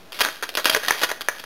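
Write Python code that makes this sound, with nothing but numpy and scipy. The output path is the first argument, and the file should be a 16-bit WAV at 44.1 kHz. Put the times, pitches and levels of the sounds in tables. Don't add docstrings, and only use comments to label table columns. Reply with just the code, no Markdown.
import sys
import numpy as np
from scipy import signal
from scipy.io import wavfile

SR = 44100
rng = np.random.default_rng(int(sys.argv[2]) if len(sys.argv) > 2 else 0)


def convert_level_to_amplitude(level_db):
    exponent = np.asarray(level_db, float) / 20
    return 10 ** exponent


def store_wav(level_fs):
    pcm = np.round(np.clip(np.atleast_2d(level_fs), -1, 1) * 32767)
    wavfile.write(sys.argv[1], SR, pcm.T.astype(np.int16))


N = 63945
COLOUR_SCATTER_DB = 2.5


def ring(drive, hz, t60):
    pole = np.exp(2j * np.pi * hz / SR - np.log(1000) / (t60 * SR))
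    return signal.lfilter([1], [1, -pole], drive).imag


def register_gain(hz, middle_db, bass_db, treble_db):
    bass_hz, treble_hz = 900, 2400
    upper_db = np.where(hz > treble_hz, treble_db, middle_db)
    return convert_level_to_amplitude(np.where(hz < bass_hz, bass_db, upper_db))


def add_clicks(drive, times, sizes, gains):
    at = np.clip((times * SR).astype(int), 0, N - 1)
    shares = convert_level_to_amplitude(COLOUR_SCATTER_DB * rng.standard_normal((len(gains), len(at))))
    for row, gain, share in zip(drive, gains, shares):
        np.add.at(row, at, gain * share * sizes)


def air():
    low_hz, high_hz, level_db = 194, 540, -55.5
    band = signal.butter(1, [low_hz, high_hz], "band", fs=SR)
    noise = signal.lfilter(*band, rng.standard_normal(N))
    return noise / noise.std() * convert_level_to_amplitude(level_db)


def crackle(hz):
    # (time [s], relative level [dB], brightness [dB per octave about 1500 Hz])
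    bending = np.array([(0, -61, 6), (.115, -44.5, -6.5), (0.123, -47.5, 13), (.19, -36.5, -1.5),
                        (.3, -34.5, 6), (.4, -46, 11), (0.531, -48, -17), (.64, -63, 10.5),
                        (0.699, -36, 21), (0.781, -43.5, -15), (.82, -40.5, 5), (0.839, -29, 9.5),
                        (0.999, -34.5, 12.5), (1.009, -39.5, 18.5), (1.08, -44, -2), (1.17, -47.5, -2),
                        (1.281, -44.5, 8.5), (1.45, -45, 10)]).T
    clicks_per_s, mean_scatter_db = 1600, 4.1
    hit = rng.random(N) < clicks_per_s / SR
    sign = np.sign(rng.standard_normal(N))
    clicks = hit * sign * convert_level_to_amplitude(mean_scatter_db * rng.exponential(size=N))
    t = np.arange(N) / SR
    level_db, brightness = (np.interp(t, bending[0], column) for column in bending[1:])
    tilt_db = np.log2(hz / 1500)[:, None] * brightness
    colour_db = COLOUR_SCATTER_DB * rng.standard_normal((len(hz), N))
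    return clicks * convert_level_to_amplitude(colour_db + tilt_db), level_db


def snaps(hz):
    # (time [s], middle drive [dB], bass drive [dB], treble drive [dB],
    # a third of the volley's length [s], favoured pitch [Hz])
    dents = [(.1216, -27, -36, -25, 0.0042, 3750), (0.1293, -45, -37, -28, 0.0029, 3800),
             (.1645, -40, -46, -37.5, 0.002, 3680), (.190, -23, -36.5, -16.5, 0.008, 3260),
             (0.249, -8, -9.5, -12, 0.00093, 1600), (.2582, -12, -17, -25, 0.0034, 1600),
             (0.271, -28, -23, -25, .004, 3270), (0.2871, -15.5, -45, -29.5, 0.0011, 3560),
             (.4256, -13.5, -18, -21.5, 0.0059, 1570), (0.491, -32, -37, -17.5, 0.0042, 3606),
             (0.5402, -28, -33, -29, 0.0038, 2500), (.552, -21.5, -46, -14, 0.0043, 3640),
             (0.5718, -8, -16, -6, .007, 1520), (0.5975, -15, -27.5, -20.5, .005, 3700),
             (0.6451, -24.5, -32, -12.5, 0.0029, 3630), (0.656, -5.5, -11.5, -2.5, 0.0023, 3740),
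             (0.697, -11.5, -1, -5.5, 0.0021, 3270), (.714, -12, -31, -24.5, 0.0027, 3270),
             (0.737, -28, -30, -19.5, 0.0045, 3270), (0.7482, -2.5, -20.5, -13.5, .0015, 1880),
             (.763, -6.5, -14, -13, 0.0032, 1410), (.833, -14.5, -30, -21.5, .003, 1150),
             (0.8491, -21.5, -32, -22.5, 0.0033, 1880), (0.883, -6, -19.5, -2, .003, 1860),
             (0.9076, -1.5, -18, -15.5, .002, 1940), (0.9211, -14, -23.5, -13.5, 0.0036, 2150),
             (.948, -19.5, -15, -24.5, .003, 1880), (1.0341, -11, -15, -17.5, 0.0023, 1220),
             (1.1157, -10, -17, -20.5, 0.0019, 1710), (1.2088, -17.5, -32, -19, 0.0024, 1196),
             (1.2153, -20, -59, -20.5, 0.0031, 3120), (1.2858, -4, -17, -22.5, 0.0016, 1600),
             (1.2945, -21, -32.5, -45, .002, 1900), (1.3452, -38, -37, -46, 0.0045, 1480),
             (1.396, -23.5, -20, -22.5, 0.0048, 1158), (1.4396, -23, -32.5, -32, .001, 1508)]
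    volley_db, volley_scatter_db, volley_per_s = -4, 5, 1300
    focus_db, focus_octaves = 6.5, .2
    drive, slots = np.zeros((len(hz), N)), 32
    for t, middle_db, bass_db, treble_db, third_s, pitch_hz in dents:
        place, chance = rng.random((2, slots))
        sign, scatter = rng.standard_normal((2, slots))
        long_s = 3 * max(third_s, .0005)
        hit = chance < long_s * volley_per_s / slots
        after = hit * np.sign(sign) * convert_level_to_amplitude(volley_db + volley_scatter_db * scatter) * np.exp(-2 * place)
        sizes = np.r_[-1, after] / np.sqrt(1 + np.sum(after ** 2))
        octaves_off = np.log2(hz / pitch_hz)
        focus = convert_level_to_amplitude(focus_db * np.exp(-(octaves_off / focus_octaves) ** 2))
        gains = focus * register_gain(hz, middle_db, bass_db, treble_db)
        add_clicks(drive, t + np.r_[0, place * long_s], sizes, gains)
    return drive


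def thumps():
    # (start [s], level before swell and decay [dB], frequency [Hz], t60 [s], attack time constant [s])
    knocks = [(.208, -50, 152, 0.028, .004), (.56, -46, 35.2, 0.11, .02), (.6545, -33, 130, .02, .001),
              (.715, -40, 110, 0.26, .04), (.122, -42, 520, .04, .002), (.605, -38, 610, .04, .004),
              (.764, -17, 436, 0.076, .004), (.763, -21, 617, 0.055, .003), (.87, -32, 264, .04, .003),
              (.905, -39, 90, .04, .003), (1.394, -44.5, 375, .05, .002)]
    out = np.zeros(N)
    for start, db, hz, t60, attack_s in knocks:
        t = np.maximum(np.arange(N) / SR - start, 0)
        swell = 1 - np.exp(-t / attack_s)
        out -= convert_level_to_amplitude(db - 60 * t / t60) * swell * np.sin(2 * np.pi * hz * t)
    return out


def scrunches(hz):
    # (start [s], length [s], middle drive [dB], bass drive [dB], treble drive [dB])
    runs = [(0.138, 0.056, -54, -42, -37.5), (0.2, .012, -27.5, -37, -27.5), (.206, .018, -20.5, -39, -14),
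            (0.23, 0.019, -24, -32.5, -25), (0.254, 0.047, -29, -31.5, -37.5),
            (0.43, 0.014, -22.5, -37.5, -30.5), (0.446, 0.017, -37.5, -41, -37),
            (0.572, 0.039, -22.5, -27, -37), (0.658, 0.032, -22, -35, -22),
            (.722, 0.029, -37.5, -31.5, -24.5), (0.755, 0.022, -26, -17.5, -27),
            (0.884, 0.021, -28, -50, -24), (0.927, 0.045, -32.5, -54, -43.5),
            (1.014, 0.021, -23, -47, -25.5), (1.031, 0.023, -18, -37, -17.5), (1.088, .024, -25, -58, -30),
            (1.111, 0.014, -25, -35, -30.5), (1.284, 0.017, -24, -39.5, -39.5)]
    clicks_per_s = 2300
    drive, slots = np.zeros((len(hz), N)), 200
    for t, long_s, middle_db, bass_db, treble_db in runs:
        place, chance = rng.random((2, slots))
        hit = chance < long_s * clicks_per_s / slots
        sign = np.sign(rng.standard_normal(slots))
        envelope = np.sin(np.pi * place ** 0.59) ** .5
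        gains = register_gain(hz, middle_db, bass_db, treble_db)
        add_clicks(drive, t + place * long_s, hit * sign * envelope, gains)
    return drive


def tray():
    # (frequency [Hz], relative level [dB], t60 [s])
    tray_modes = [(315, -7, 0.01), (436, -8, 0.022), (642.5, -2.5, 0.077), (778, -10.5, .02),
                  (995, -13, 0.042), (1212, -5.5, .02), (1480, 1, 0.014), (1678, 1, 0.031),
                  (1880, 7, 0.015), (2150, 3.5, 0.0074), (2500, 9.5, 0.0089), (2819, 7, 0.0093),
                  (3270, 10.5, 0.011), (3634, 5, .012), (3860, -3, .01)]
    # (frequency [Hz], relative level [dB], t60 [s])
    wall_modes = [(510, -6.5, 0.004), (1600, 4, 0.0074), (3200, 9.5, 0.0037)]
    click_db, crackle_db = -17, 1
    modes = np.array(tray_modes + wall_modes)
    hz = modes[:, 0]

    def body(drive):
        return sum(convert_level_to_amplitude(db) * ring(row, f, t60) for row, (f, db, t60) in zip(drive, modes))

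    crackle_drive, bending_db = crackle(hz)
    fizz = body(crackle_drive)
    fizz = fizz / fizz.std() * convert_level_to_amplitude(bending_db + crackle_db)
    return convert_level_to_amplitude(click_db) * body(snaps(hz) + scrunches(hz)) + fizz


def room(x):
    t60_s, level_db, gap_s = 0.43, -10.5, .006
    t = np.arange(SR // 2) / SR
    tail = rng.standard_normal(len(t)) * np.exp(-np.log(1000) * t / t60_s) * (t > gap_s)
    tail /= np.sqrt(np.sum(tail ** 2))
    return x + convert_level_to_amplitude(level_db) * signal.fftconvolve(x, tail)[:N]


def scene():
    low_hz, top_hz = 324, 4420
    mic = signal.butter(3, [low_hz, top_hz], "band", fs=SR, output="sos")
    heard = signal.sosfilt(mic, room(tray()))
    return (heard + thumps() + air())[None]


def top_cut(x):
    return signal.sosfilt(signal.butter(12, 17000, fs=SR, output="sos"), x)


def record(dry):
    rate_hz, steps, offset = 8000, 128, -.0039
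    shelf_hz, end_hz = 15750, 16600
    slot = np.floor(np.arange(N) * rate_hz / SR)
    taken = np.interp(slot * SR / rate_hz, np.arange(N), dry[0]) + offset
    held = np.clip(np.round(taken * steps), -steps, steps - 1) / steps
    shelf = signal.ellip(6, .1, 12, shelf_hz, fs=SR, output="sos")
    cut = signal.ellip(10, .1, 40, end_hz, fs=SR, output="sos")
    out = signal.sosfiltfilt(np.vstack([shelf, cut]), held)
    finished = np.clip(out, -1, 1)[None]
    return top_cut(finished)


dry = scene()
out = record(dry)
store_wav(out)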